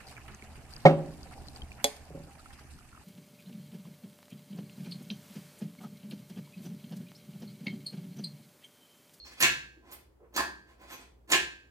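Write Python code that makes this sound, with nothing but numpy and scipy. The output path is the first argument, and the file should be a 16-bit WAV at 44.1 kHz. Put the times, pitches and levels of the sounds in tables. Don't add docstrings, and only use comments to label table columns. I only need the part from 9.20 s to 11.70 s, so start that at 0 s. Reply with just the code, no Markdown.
import sys
import numpy as np
from scipy import signal
from scipy.fft import rfft, irfft
from scipy.io import wavfile
from scipy.ndimage import uniform_filter1d

SR = 44100
rng = np.random.default_rng(int(sys.argv[2]) if len(sys.argv) > 2 else 0)


def int16_out(signal):
    q = np.round(np.clip(np.atleast_2d(signal).T, -1, 1) * 32767)
    wavfile.write(sys.argv[1], SR, q.astype(np.int16))


def gain_from_db(level_db):
    decades = np.asarray(level_db, float) / 20
    return 10 ** decades


N = 110250
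T = np.arange(N) / SR

CHATTER_START_S = [.203, .2245, 1.125, 1.138, 1.162, 1.177, 2.075, 2.100, 2.117]
CHATTER_SWELL_DB = [0, 0, -3.5, 20, -5, -2, 21.5, 7, 0]
# length in seconds, drive of frame, cylinder, pins and spring in dB.
CHATTER = [
    (0.027, -45, -37, -42, -43),
    (0.035, -46.5, -32, -41.5, -48.5),
    (.02, -65.5, -87.5, -100, -97.5),
    (0.02, -49, -56.5, -51.5, -60),
    (0.013, -46, -49.5, -47, -45),
    (0.0302, -40.5, -48, -50.5, -55.5),
    (0.027, -50, -59, -62, -60),
    (0.0161, -41, -47, -51, -46.5),
    (0.035, -42, -35.5, -40.5, -49.5),
]
# peak in seconds, rise in seconds, fall in seconds, frame level in dB, seal level in dB.
RUBS = [
    (0.055, 0.0053, 0.034, -69, -62.5),
    (0.123, 0.0059, 0.015, -74, -61),
    (0.186, 0.011, 0.049, -87, -59.5),
    (0.682, 0.029, 0.015, -63, -78.5),
    (0.728, 0.022, 0.022, -64.5, -65),
    (0.799, 0.013, 0.026, -79.5, -78),
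    (1.5, 0.024, 0.03, -71.5, -75),
    (1.629, 0.023, 0.02, -58.5, -70),
    (1.727, 0.03, 0.016, -62.5, -56.5),
    (1.808, 0.039, 0.034, -66, -67),
]
# frequency in Hz, level in dB, T60 in seconds.
FRAME_MODES = [(340, -1, .05), (385, -2, .06), (510, -8, .05), (700, -7, .06), (785, -7, .07),
               (1022, 0, .05), (1066, -1, .06)]
CYLINDER_MODES = [(1380, -8, .04), (1750, -2, .04), (1850, -3, .04), (1960, -8, .04), (2290, -5, .04),
                  (2550, 0, .04), (2680, -2, .03), (2860, -1, .03), (3350, -6, .04)]
PIN_MODES = [(4460, -1, .02), (5930, -3, .02), (6720, 0, .015), (7400, -4, .015)]
SEAL_MODES = [(1050, -8, .03), (2550, -2, .04), (3520, -5, .025), (4900, -10, .01), (8100, -9, .01),
              (10800, -14, .008), (12400, -16, .008), (13800, -14, .008)]
# frequency in Hz, density in dB per Hz.
FRAME_FIZZ = [(120, -45), (270, -26), (340, 0), (1000, 0), (1700, -5), (2300, -14), (5000, -30)]
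CYLINDER_FIZZ = [(600, -30), (1350, -14), (1750, -2), (2600, 0), (3200, -6), (4000, -13), (9000, -30)]
PIN_FIZZ = [(1500, -21.5), (3500, -5.5), (4500, -1), (5500, -9), (7000, -1.5), (8000, -7.5), (10000, -27)]
SEAL_FIZZ = [(500, -2.5), (2000, 4.5), (3400, -1.5), (4000, 0.5), (7000, -6), (10000, -8.5), (16000, -17.5)]
SPRING_FIZZ = [(6000, -25.5), (8500, 1), (10000, -7), (11500, -3.5), (13700, -2), (16000, -3)]
# start in seconds, boom, ram and collar levels in dB.
BLOWS = [
    (.226, -28, -0.5, -8),
    (1.165, -14, -5, -27),
    (2.118, -9.5, -1, -6),
]
# frequency in Hz, level in dB, T60 in seconds.
BOOM_MODES = [(125, -20, .35), (165, -18, .35), (235, -14, .3), (330, 0, .25), (388, 0, .3),
              (508, -10, .15), (840, -5, .18), (895, -7, .25), (1093, -7, .2)]
RAM_MODES = [(1583, -8, .58), (1678, -2, .42), (1747, -3, .27), (1846, -6, .5)]
COLLAR_MODES = [(2290, -5, .33), (2549, 2, .46), (2686, -5, .32), (2740, -9, .2), (2866, -5, .18),
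                (3365, -7, .38)]
# start in seconds, hold in seconds, frequency in Hz. Then their levels in dB.
SINGING = [(.212, .05, 340), (.225, .04, 385), (.228, .035, 1022), (.228, .035, 1066), (.215, .025, 1850),
           (.232, .03, 1750), (.228, .03, 2550), (.24, .025, 2690), (1.17, .045, 335), (1.17, .04, 385),
           (1.18, .04, 840), (1.165, .05, 1022), (1.17, .045, 1066), (1.136, .02, 13750),
           (1.163, .008, 13750), (2.112, .045, 340), (2.115, .045, 385), (2.115, .04, 710),
           (2.12, .04, 1022), (2.12, .04, 1066), (2.118, .03, 2570), (2.135, .025, 2830), (2.13, .03, 1680),
           (1.71, .04, 2550), (1.72, .03, 1060), (1.72, .03, 510)]
SINGING_DB = [-47.5, -46, -40.5, -43, -31.5, -28, -36, -36, -44, -41.5, -39.5, -41, -38.5, -52, -42, -40.5,
              -40, -43, -40, -36.5, -34, -47, -31, -61.5, -54, -61]
# start in seconds, level in dB, centre in Hz, width in Hz, T60 in seconds.
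TICKS = [(0.1978, -33, 12000, 5000, .02), (.204, -19, 11340, 1500, 0.026), (0.2115, -19, 14600, 2000, .012),
         (.2118, -23, 11700, 1500, .02), (0.2245, -15, 1820, 1200, 0.033), (.2254, -9.5, 6600, 3500, 0.017),
         (0.2338, -7.5, 2980, 3030, 0.009), (.2335, -20.5, 7100, 2020, 0.011),
         (0.2435, -11, 2200, 2504, 0.014), (0.2532, -17, 2770, 1491, .015), (0.2603, -16, 2850, 1500, .015),
         (1.003, -48.5, 700, 895, .04), (.628, -54, 705.5, 695, 0.042), (1.143, -43, 6275, 1000, 0.038),
         (1.1626, -23.5, 6300, 1470, .015), (1.174, -20.5, 4670, 594, 0.035),
         (1.178, -13.5, 1030, 1200, 0.025), (1.187, -16.5, 1220, 2000, 0.0056),
         (1.2065, -20, 982, 1500, .015), (1.612, -54, 15000, 2020, 0.045), (1.703, -47, 9000, 8000, 0.031),
         (0.714, -45, 9170, 7090, 0.026), (2.102, -35.5, 1473, 2540, 0.034),
         (2.1058, -29, 14100, 1500, 0.022), (2.1169, -17, 7270, 2000, .015),
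         (2.1192, -13.5, 7000, 3040, 0.017), (2.119, -22, 11100, 1200, .025),
         (2.1228, -9.5, 3500, 4860, 0.0054), (2.1275, -36, 11050, 1200, 0.018),
         (2.127, -15.5, 6140, 5030, 0.0071), (2.1346, -7.5, 2700, 1490, 0.013),
         (2.152, -32, 4930, 5000, .01)]
# middle in
# seconds, length in seconds, level in dB, centre in Hz, width in Hz.
SQUIRTS = [(0.07, 0.015, -57.5, 5250, 3100), (0.072, .012, -61, 16000, 1100),
           (0.716, 0.0035, -54.5, 6880, 690), (0.729, 0.01, -51, 12600, 3960),
           (.723, .003, -46, 28000, 900), (.733, 0.0046, -46, 13200, 900), (.737, 0.0025, -48, 8900, 1201),
           (1.024, 0.014, -55.5, 447, 230), (0.58, 0.007, -55, 320, 110), (1.043, 0.02, -68, 960, 1650),
           (1.73, 0.016, -52.5, 13200, 2000), (1.735, 0.014, -57, 6200, 600),
           (1.81, 0.0063, -61, 8050, 700)]
# frequency in Hz, level in dB.
SQUEAK = [(4238, 0.5), (4340, 0.04)]
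# frequency in Hz, T60 in seconds.
ROOM_T60 = [(100, 0.81), (400, 0.37), (1500, 0.34), (5000, 0.39), (14000, 0.19)]
# frequency in Hz, gain in dB.
LEFT_SHADE = [(300, 0), (1000, -2), (4000, -2), (8000, -6), (14000, -12)]
# frequency in Hz, level in dB rms.
HUM = [(59.5, -64), (119, -75)]
# frequency in Hz, gain in dB.
AIR = [(25, -26.5), (50, 3), (75, 3), (100, -14.5), (370, -8.5), (700, -19), (1200, -25.5), (4000, -44)]

CHATTER_PER_S, CHATTER_SPREAD_DB = 5000, 2.5
RUB_PER_S, RUB_SPREAD_DB = 9000, 2.2
BLOW_RISE_S, BLOW_ROOM_DB = 0.022, -7
ROCK_HZ, ROCK_DB, ROCK_RISE_S, ROCK_T60_S = 67, -43, 0.038, 0.26
SING_RISE_S, SING_T60_S, SING_FLUTTER_DB = 0.0037, 0.082, 4
SQUEAK_DB, SQUEAK_END_S = -51.5, 0.047
CASE_HZ = 158
ROOM_DB, ROOM_ONSET_S, SHARED_BASS_HZ = -1, 0.00075, 350
LEFT_LAG_S = 0.00016
AIR_DB, HISS_DB = -64.5, -90
LOW_HZ, TOP_HZ = 40, 16100


def curve(points, hz):
    p = np.array(points, float)
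    return np.interp(np.log(hz + 1), np.log(p[:, 0]), p[:, 1])


def colour(x, points, lag_s=0.):
    hz = np.fft.rfftfreq(x.shape[-1], 1 / SR)
    response = gain_from_db(curve(points, hz)) * np.exp(-2j * np.pi * hz * lag_s)
    return irfft(rfft(x) * response, x.shape[-1])


def peak(hz, width_hz):
    edge = 1 + width_hz / hz
    return [(hz / edge ** 3, -70), (hz / edge, -20), (hz, 0), (hz * edge, -20), (hz * edge ** 2, -70)]


def unit(x):
    return x / np.sqrt(np.sum(x ** 2))


def flutter(rate_hz):
    x = uniform_filter1d(rng.standard_normal(N), SR // rate_hz)
    return x / x.std()


def modes(table):
    t = T[:SR]
    out = 0
    for hz, db, t60 in table:
        out = out + gain_from_db(db - 60 * t / t60) * np.sin(2 * np.pi * hz * t) / np.sqrt(t60)
    return out


def ring(x, response):
    return signal.fftconvolve(x, response)[:N]


def clicks(rate, spread_db):
    size = np.minimum(rng.exponential(size=N), 4)
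    hit = rng.random(N) < rate / SR
    x = hit * rng.choice([-1, 1], N) * gain_from_db(spread_db * size)
    return x / x.std()


def part(force, table, fizz, fizz_db):
    hz = np.fft.rfftfreq(N, 1 / SR)
    gain = np.sqrt(np.mean(gain_from_db(2 * curve(fizz, hz))))
    return ring(force, unit(modes(table))) + gain_from_db(fizz_db) * colour(force, fizz) / gain


def linkage():
    force = np.zeros((4, N))
    for s, swell_db, (length, *db) in zip(CHATTER_START_S, CHATTER_SWELL_DB, CHATTER):
        swell = gain_from_db(swell_db * (np.clip((T - s) / length, 0, 1) - 1))
        attack = np.clip((T - s) / 0.001, 0, 1)
        release = np.clip((s + length - T) / 0.003 + 1, 0, 1)
        force += np.outer(gain_from_db(db), swell * attack * release)
    rub = np.zeros((2, N))
    for s, rise, fall, *db in RUBS:
        rub += np.outer(gain_from_db(db), np.exp(-0.5 * ((T - s) / np.where(T < s, rise, fall)) ** 2))
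    chatter = clicks(CHATTER_PER_S, CHATTER_SPREAD_DB)
    grit = clicks(RUB_PER_S, RUB_SPREAD_DB)
    frame = part(force[0] * chatter + rub[0] * grit, FRAME_MODES, FRAME_FIZZ, fizz_db=-0.5)
    cylinder = part(force[1] * chatter, CYLINDER_MODES, CYLINDER_FIZZ, fizz_db=5.0)
    pins = part(force[2] * chatter, PIN_MODES, PIN_FIZZ, fizz_db=7.5)
    seal = part(rub[1] * grit, SEAL_MODES, SEAL_FIZZ, fizz_db=6.5)
    spring = part(force[3] * chatter, SEAL_MODES[-3:], SPRING_FIZZ, fizz_db=7)
    return frame + cylinder + pins + seal + spring


def blows():
    t = T[:SR]
    out = np.zeros(N + SR)
    rise = 1 - np.exp(-t / BLOW_RISE_S)
    rock_rise = 1 - np.exp(-(t / ROCK_RISE_S) ** 2)
    rock = gain_from_db(ROCK_DB) * rock_rise * modes([(ROCK_HZ, 0, ROCK_T60_S)])
    for s, *levels_db in BLOWS:
        rung = 0
        for db, table in zip(levels_db, (BOOM_MODES, RAM_MODES, COLLAR_MODES)):
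            rung = rung + gain_from_db(db + 9.5) * unit(modes(table))
        out[int(s * SR):][:SR] += rock + rise * rung
    return out[:N]


def singing():
    out = 0
    for (s, held, hz), db in zip(SINGING, SINGING_DB):
        fade_db = -60 * np.maximum(T - s - held, 0) / SING_T60_S + SING_FLUTTER_DB * flutter(100)
        rise = np.clip((T - s) / SING_RISE_S, 0, 1)
        out = out + gain_from_db(db + fade_db) * rise * np.sin(2 * np.pi * hz * T)
    return out


def ticks():
    t = T[:SR]
    out = np.zeros(N + SR)
    for s, db, hz, width_hz, t60 in TICKS:
        wash = unit(colour(rng.standard_normal(SR), peak(hz, width_hz)) * gain_from_db(-60 * t / t60))
        attack = np.clip(t * hz, 0, 1)
        out[int(s * SR):][:SR] += gain_from_db(db + 12.5) * wash * attack
    return out[:N]


def squirts():
    out = 0
    for s, length, db, hz, width_hz in SQUIRTS:
        hiss = colour(rng.standard_normal(N), peak(hz, width_hz))
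        out = out + gain_from_db(db) * hiss / hiss.std() * np.exp(-0.5 * ((T - s) / length) ** 2)
    return out


def squeak():
    tone = sum(gain_from_db(db) * np.sin(2 * np.pi * hz * T) for hz, db in SQUEAK)
    fade = np.clip((SQUEAK_END_S - T) / 0.01, 0, 1)
    return gain_from_db(SQUEAK_DB + 2.0 * flutter(150)) * tone * fade


def pair(size):
    mid, side = rng.standard_normal((2, size))
    side = signal.lfilter(*signal.butter(1, SHARED_BASS_HZ, "high", fs=SR), side)
    return np.array([mid + side, mid - side])


def garage(x):
    t, noise, tail = T[:SR], pair(SR), 0
    for hz in 62.5 * 2. ** np.arange(9):
        octave = [(hz / 2, -40), (hz / 1.42, -3), (hz, 0), (hz * 1.41, -3), (hz * 2, -40)]
        tail = tail + colour(noise, octave) * gain_from_db(-60 * t / curve(ROOM_T60, hz))
    tail = tail * (1 - np.exp(-t / ROOM_ONSET_S))
    return gain_from_db(ROOM_DB) * np.array([ring(x, unit(h)) for h in tail])


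def background():
    waver_db = 1.0 * flutter(14)
    hum = sum(np.sqrt(2) * gain_from_db(db + waver_db) * np.sin(2 * np.pi * hz * T) for hz, db in HUM)
    air = colour(pair(N), AIR)
    return hum + gain_from_db(AIR_DB) * air / air.std() + gain_from_db(HISS_DB) * rng.standard_normal((2, N))


def scene():
    rattle = linkage() + ticks() + squirts() + squeak()
    rung = blows() + singing()
    rattle = signal.sosfilt(signal.butter(2, CASE_HZ, "high", fs=SR, output="sos"), rattle)
    right = rattle + rung
    left = colour(right, LEFT_SHADE, LEFT_LAG_S)
    room = garage(rattle + gain_from_db(BLOW_ROOM_DB) * rung)
    return np.array([left, right]) + room + background()


def top_cut(x):
    return signal.sosfilt(signal.butter(12, 16950, fs=SR, output="sos"), x)


def record(dry):
    mix = signal.sosfilt(signal.butter(2, LOW_HZ, "high", fs=SR, output="sos"), dry)
    mix = signal.sosfilt(signal.ellip(8, 0.2, 70, TOP_HZ, fs=SR, output="sos"), mix)
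    return top_cut(mix)


dry = scene()
out = record(dry)
int16_out(out)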